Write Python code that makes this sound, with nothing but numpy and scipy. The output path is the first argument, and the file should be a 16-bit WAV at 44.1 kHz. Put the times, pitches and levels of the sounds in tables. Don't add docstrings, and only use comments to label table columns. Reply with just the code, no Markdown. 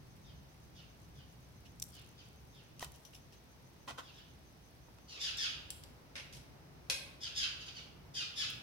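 import sys
import numpy as np
from scipy import signal
from scipy.fft import rfft, irfft, next_fast_len
from scipy.io import wavfile
from scipy.ndimage import map_coordinates

SR = 44100
rng = np.random.default_rng(int(sys.argv[2]) if len(sys.argv) > 2 else 0)


def store_wav(level_fs):
    pcm = np.round(np.clip(np.atleast_2d(level_fs), -1, 1) * 32767)
    wavfile.write(sys.argv[1], SR, pcm.T.astype(np.int16))


N = 380538
STEP_BACK_S = 5.08


def amp(db):
    return 10 ** (np.asarray(db) / 20)


def unit(x):
    return x / np.sqrt(np.mean(x ** 2) + 1e-20)


def struck(x):
    return x / np.sqrt(np.mean(x[:, :SR * 3 // 1000] ** 2))


def along(points, hz):
    freqs, values = np.transpose(points)
    return np.interp(np.log(hz + 1), np.log(freqs + 1), values)


def wobble(rate_hz, size):
    knots = rng.standard_normal(int(size * rate_hz / SR) + 4)
    return map_coordinates(knots, [np.arange(size) * rate_hz / SR])


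def filtered(x, response):
    n = x.shape[-1]
    padded = next_fast_len(n + 4096)
    return irfft(rfft(x, padded) * response(np.fft.rfftfreq(padded, 1 / SR)), padded)[..., :n]


def tilt(hz, db_per_octave):
    return amp(db_per_octave * np.log2(np.maximum(hz, 500) / 4000))


def body(modes, hz):
    return sum((-1) ** k * amp(db) * 1j * hz * width / (centre ** 2 - hz ** 2 + 1j * hz * width)
               for k, (centre, width, db) in enumerate(modes))


def add(track, start_s, sound):
    part = track[..., round(start_s * SR):][..., :sound.shape[-1]]
    part += sound[..., :part.shape[-1]]


def stepped_back():
    return np.clip((np.arange(N) / SR - STEP_BACK_S) * 10, 0, 1)


# freq_hz, t60_s
YARD_DECAY = [(300, 1), (3000, 0.65), (6000, 0.45), (12000, 0.51)]


def yard(x, wet_db, early_db, early_t60_s):
    hz, t, noise = signal.stft(rng.standard_normal((2, SR * 2 // 3)), SR, nperseg=256)
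    fade = amp(-60 * t / along(YARD_DECAY, hz)[:, None]) + amp(early_db - 60 * t / early_t60_s)
    impulse = signal.istft(noise * fade, SR, nperseg=256)[1]
    impulse *= amp(wet_db) / np.linalg.norm(impulse[0])
    impulse[:, 0] += 1
    return signal.fftconvolve(np.atleast_2d(x), impulse, axes=1) / np.hypot(1, amp(wet_db))


# freq_hz, left_right_correlation
AMBIENCE_IMAGE = [(60, 0.88), (240, 0.63), (950, -0.031), (3770, -0.12), (15000, 0.034)]


def outdoors(spectrum):
    def mid_side_eq(hz):
        angle = np.arccos(np.clip(along(AMBIENCE_IMAGE, hz), -1, 1)) / 2
        return amp(along(spectrum, hz)) * [np.cos(angle), np.sin(angle)]
    mid, side = filtered(rng.standard_normal((2, N)), mid_side_eq)
    return unit(np.array([mid + side, mid - side]))


# time_s, level_db
RUMBLE_RIDE = [(0.0, -60), (3.1, -61.5), (4.18, -64), (5.74, -60.5), (8.24, -62), (8.63, -59.5)]
# freq_hz, gain_db
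RUMBLE_EQ = [(20, -20), (35, -20), (58, 1.5), (105, -4), (135, 1), (210, -11), (450, -23), (1000, -62)]
# freq_hz, gain_db
TYRE_EQ = [(100, -20.5), (250, -0.5), (550, -4.5), (1000, -7.5), (2500, -17.5), (6000, -55)]
# freq_hz, gain_db
AIR_EQ = [(290, -30), (500, -12), (707, -7), (771, -4), (1240, -22), (1350, -18), (1460, -14.5),
          (1970, -10), (4180, -10.5), (6000, -11), (7040, -20.5), (15800, -18.5)]


def traffic_and_air(trim_db=2, swell_db=1.25, tyres_close_db=-65.5, tyres_back_db=-62.5, air_db=-67.5):
    ride_db = np.interp(np.arange(N) / SR, *np.transpose(RUMBLE_RIDE))
    rumble = amp(ride_db + trim_db + swell_db * wobble(6, N)) * outdoors(RUMBLE_EQ)
    tyres = amp(tyres_close_db + (tyres_back_db - tyres_close_db) * stepped_back()) * outdoors(TYRE_EQ)
    return rumble + tyres + amp(air_db) * outdoors(AIR_EQ)


def cricket(pitch_hz=6200, level_db=-73.5, first_chirp_s=.115, first_rate_hz=7.58, last_rate_hz=4.85):
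    progress = np.minimum(np.arange(N) / SR / STEP_BACK_S, 1)
    rate_hz = first_rate_hz + (last_rate_hz - first_rate_hz) * progress ** 3
    cycles = np.cumsum(rate_hz) / SR - first_rate_hz * first_chirp_s
    pulse = (.5 + .5 * np.cos(2 * np.pi * cycles)) ** 2.3
    tone = filtered(rng.standard_normal((2, N)), lambda hz: np.exp(-((hz - pitch_hz) / 280) ** 2))
    return amp(level_db) * (1 - stepped_back()) * pulse * unit(tone)


# freq_hz, gain_db
THROAT_EQ = [(800, -32), (1150, -14), (1550, -11), (2100, -4), (2800, -3.5), (3650, 3), (4080, -1),
             (4800, 1), (5900, -10.5), (6500, -8.5), (8400, -27.5), (10800, -27), (12400, -31),
             (13800, -52)]


def throat(voice, muffle_db, tilt_db_per_octave, formant_hz, formant_db=5.5, width_octaves=.3):
    def response(hz):
        shelf_db = muffle_db / (1 + (5000 / (hz + 1)) ** 3)
        squawk_db = formant_db * np.exp(-(np.log2((hz + 1) / formant_hz) / width_octaves) ** 2)
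        return amp(along(THROAT_EQ, hz) - shelf_db + squawk_db) * tilt(hz, tilt_db_per_octave)
    return filtered(voice, response)


# start_s, length_s, level_db is last and start_pitch_hz third
BIRD_CALLS = [(0.236, .08, 1854, -64.5), (0.746, 0.067, 1668, -59.5), (1.144, 0.075, 1800, -64.5),
              (1.92, 0.081, 1660, -58.5), (2.164, 0.065, 1678, -60), (2.518, 0.098, 1800, -64),
              (4.014, 0.1, 1755, -60), (4.139, 0.073, 1890, -59.5), (5.077, 0.11, 1495, -50.5),
              (5.193, 0.11, 1791, -38), (5.366, .105, 1785, -36), (7.205, .08, 1745, -42.5),
              (7.35, .11, 1773, -35.5), (7.595, 0.039, 1692, -49.5), (7.655, 0.041, 1648, -48.5),
              (7.745, 0.052, 1611, -49), (8.138, 0.095, 1681, -39), (8.356, 0.097, 1756, -36.5)]


def bird(fall=.3, jitter=.055, rasp_mix=.85, flutter_db=2, beak_opens_s=.035, left_lag_s=.00025):
    out = np.zeros((2, N))
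    for start_s, length_s, pitch_hz, level_db in BIRD_CALLS:
        n = int(length_s * SR)
        progress = np.arange(n) / n
        pitch = pitch_hz * (1 - fall * progress ** 2.2) * (1 + jitter * wobble(900, n))
        phase = 2 * np.pi * np.cumsum(pitch) / SR
        stack = unit(sum(np.sin(k * phase) for k in range(1, 8)))
        rasp = unit(rng.standard_normal(n) * (1 + np.cos(phase)))
        voice = stack + rasp_mix * rasp
        muffle_db = max(0, -53 - level_db)
        bright = throat(voice, muffle_db, tilt_db_per_octave=6, formant_hz=5600)
        dull = throat(voice, muffle_db, tilt_db_per_octave=-3, formant_hz=2860)
        beak = np.minimum(1, .29 + progress * length_s / beak_opens_s)
        swell = beak * np.sin(np.pi * progress) ** .19 * amp(flutter_db * wobble(300, n))
        call = unit(((1 - progress) * bright + progress * dull) * swell)
        add(out, start_s, yard(amp(level_db) * call, wet_db=6.5, early_db=-4, early_t60_s=.042))
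    return filtered(out, lambda hz: np.exp(np.pi * left_lag_s * np.outer([-1j, 1j], hz)))


def rubbing(strokes, spectrum, slips_per_s, wet_db):
    out = np.zeros((2, N))
    for start_s, length_s, level_db, slope in strokes:
        n = int(length_s * SR)
        slipping = rng.random(n) < slips_per_s / SR
        slips = slipping * (.74 * rng.standard_normal(n) + rng.standard_normal((2, n)))
        rub = unit(filtered(slips, lambda hz: amp(along(spectrum, hz)) * tilt(hz, slope)))
        swell = np.sin(np.pi * (np.arange(n) / n) ** .58)
        add(out, start_s, yard(amp(level_db) * rub * swell, wet_db, early_db=12, early_t60_s=.13))
    return out


# start_s, length_s, level_db, tilt_db_per_octave
FORK_GRAZES = [(1.652, .025, -59.5, -4.5), (2.94, 0.029, -60.5, 0), (3.049, .014, -53, 1.5),
               (3.132, 0.011, -55.5, -8), (3.146, 0.011, -51, 0.5), (3.322, .03, -61, -2)]
# freq_hz, gain_db
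TINES_ON_TRAY_EQ = [(1500, -25), (2300, -6.5), (2750, 2), (3200, -1), (3700, -2), (4700, -5), (5750, 2),
                    (6600, -10), (7750, -6), (8500, -19), (11300, -6), (12500, -14), (15500, -13)]


def fork_grazes():
    return rubbing(FORK_GRAZES, TINES_ON_TRAY_EQ, slips_per_s=5300, wet_db=-1)


# start_s, level_db, tray_mix_db, left_minus_right_db
FORK_TICKS = [(1.799, -47, -18, 3), (1.8206, -42, -22, -3), (1.8246, -34.5, -12, 2), (1.8384, -48, -17, -2),
              (1.9513, -55.5, -8, -1), (2.7948, -53, 6, 4), (2.8455, -45.5, 0, 1), (5.371, -49, -12, 0),
              (5.704, -40, 1, 0), (5.837, -56.5, 7, 3), (8.502, -49, 3, 0)]
# freq_hz, bandwidth_hz, gain_db
FORK_MODES = [(4050, 730, -12), (5740, 460, 0), (7530, 330, 1), (8920, 440, -2), (10030, 620, -11),
              (12300, 250, 1.5), (13300, 700, -18), (15200, 500, -9)]


def fork_ticks(contact_t60_s=.013, wet_close_db=-13, wet_back_db=-1):
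    out, t = np.zeros((2, N)), np.arange(SR // 16) / SR
    for start_s, level_db, tray_mix_db, pan_db in FORK_TICKS:
        contact = rng.standard_normal((2, len(t))) * amp(-60 * t / contact_t60_s)
        tines = struck(filtered(contact, lambda hz: body(FORK_MODES, hz)))
        tray = struck(filtered(contact, lambda hz: amp(along(TINES_ON_TRAY_EQ, hz))))
        pan = amp([[pan_db / 2], [-pan_db / 2]])
        tick = amp(level_db) * (tines + amp(tray_mix_db) * tray) * pan
        wet_db = wet_close_db if start_s < STEP_BACK_S else wet_back_db
        add(out, start_s, yard(tick, wet_db, early_db=4, early_t60_s=.034))
    return out


# peak_s, level_db
MEAT_TEARS = [(1.87, -69.5), (2.88, -74)]


def food(pops_per_s=260, centre_hz=8500, rise_s=.036, fade_s=.2, stir_db=-82.5):
    t = np.arange(N) / SR
    tearing = sum(amp(level_db) * np.exp(np.minimum((t - peak_s) / rise_s, (peak_s - t) / fade_s))
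                  for peak_s, level_db in MEAT_TEARS)
    pops = (rng.random(N) < pops_per_s / SR) * rng.exponential(size=N)
    pop_decay = np.linspace(1, 0, SR // 250) ** 2
    bursts = signal.fftconvolve(pops, pop_decay)[:N] * rng.standard_normal((2, N))
    crackle = unit(filtered(bursts, lambda hz: np.exp(-(np.log2((hz + 1) / centre_hz) / 1.14) ** 2)))
    return (tearing + amp(stir_db)) * (1 - stepped_back()) * crackle


# start_s, length_s, level_db, tilt_db_per_octave
SPOON_SCRAPES = [(2.803, 0.059, -47, 3.5), (3.875, 0.051, -42.5, -1.5), (3.976, .038, -44, -1.5),
                 (4.884, .007, -57.5, -11), (4.985, 0.0049, -58, 0)]
# freq_hz, gain_db
TRAY_BOTTOM_EQ = [(120, -22), (280, -10.5), (700, -7.5), (830, -4.5), (1050, 0), (1500, -4), (1720, -11.5),
                  (1960, -6), (2240, -16), (2600, -5.5), (2820, -14), (3050, -3), (3700, -11), (6000, -14),
                  (11000, -25.5), (15000, -28)]


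def spoon_scrapes():
    return rubbing(SPOON_SCRAPES, TRAY_BOTTOM_EQ, slips_per_s=6000, wet_db=-4)


# freq_hz, gain_db, t60_s
KNOCK_MODES = [(139, -19, 0.22), (740, -2, 0.019), (975, -0.5, 0.02), (1900, -3.5, 0.019),
               (3870, -7.5, 0.022), (13600, -20, .08)]


def tray_knock(start_s=2.827, gain_db=-33):
    out, t = np.zeros((2, N)), np.arange(SR // 8) / SR
    thud = sum(amp(db - 60 * t / t60_s) * np.sin(2 * np.pi * hz * t) for hz, db, t60_s in KNOCK_MODES)
    add(out, start_s, yard(amp(gain_db) * thud, wet_db=-9.5, early_db=6, early_t60_s=.07))
    return out


# start_s, level_db, tilt_db_per_octave, ring_mix_db, loss_per_bounce_db
RIM_CLINKS = [(6.155, -40.5, -4.5, -10, 1.5), (6.326, -49.5, 4, -11.5, 1), (6.899, -31, -1, 4, 5.5)]
# freq_hz, bandwidth_hz, gain_db
RIM_MODES = [(550, 57, -11), (1080, 59, -13), (1576, 46, -16), (2510, 45, 4), (3300, 71, 0), (3650, 59, -1),
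             (4040, 57, -1), (4510, 80, 0), (5270, 86, -1.5), (6610, 39, 0), (7750, 150, -9.5),
             (8500, 130, -9.5), (9250, 170, -14), (10080, 150, -9.5), (11030, 280, -13), (12000, 160, -17),
             (13000, 140, -17)]
# freq_hz, gain_db
CRACK_EQ = [(180, -61), (300, -27), (553, -37), (708, -28.5), (2210, -6), (2520, -4), (5300, -5),
            (6680, -11), (7020, -19), (7500, -16), (11100, -22), (13600, -27), (15500, -46)]


def spoon_clinks(crack_t60_s=.051, contacts=4, first_gap_s=.009, gap_growth=1.5):
    out, t = np.zeros((2, N)), np.arange(SR // 4) / SR
    for start_s, level_db, slope, ring_mix_db, loss_db in RIM_CLINKS:
        for bounce in range(contacts):
            delay_s = sum(first_gap_s * gap_growth ** j for j in range(bounce))
            brightness = lambda hz: tilt(hz, slope + .2 * bounce)
            contact = rng.standard_normal((2, len(t))) * amp(-60 * t / crack_t60_s)
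            crack = struck(filtered(contact, lambda hz: amp(along(CRACK_EQ, hz)) * brightness(hz)))
            blow = (t == 0) + .027 * contact
            ring = struck(filtered(blow, lambda hz: body(RIM_MODES, hz) * brightness(hz)))
            clink = amp(level_db - bounce * loss_db) * (crack + amp(ring_mix_db) * ring)
            add(out, start_s + delay_s, yard(clink, wet_db=2, early_db=-3.5, early_t60_s=.13))
    return out


# freq_hz, left_minus_right_db
PORT_BALANCE = [(1000, -0.5), (1800, -2.5), (2900, -6), (3700, 1.5), (5000, 2), (5900, 11), (7200, -8.5),
                (8400, -6), (9200, 16.5), (11000, 8), (12500, -6), (15000, -8)]


def scene():
    rubs = spoon_scrapes() + fork_grazes()
    foreground = bird() + fork_ticks() + tray_knock() + spoon_clinks() + rubs + food()
    at_ports = filtered(foreground, lambda hz: amp(np.outer([.5, -.5], along(PORT_BALANCE, hz))))
    return at_ports + cricket() + traffic_and_air()


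def record(dry, cutoff_hz=15900):
    return filtered(dry, lambda hz: hz < cutoff_hz)


dry = scene()
out = record(dry)
store_wav(out)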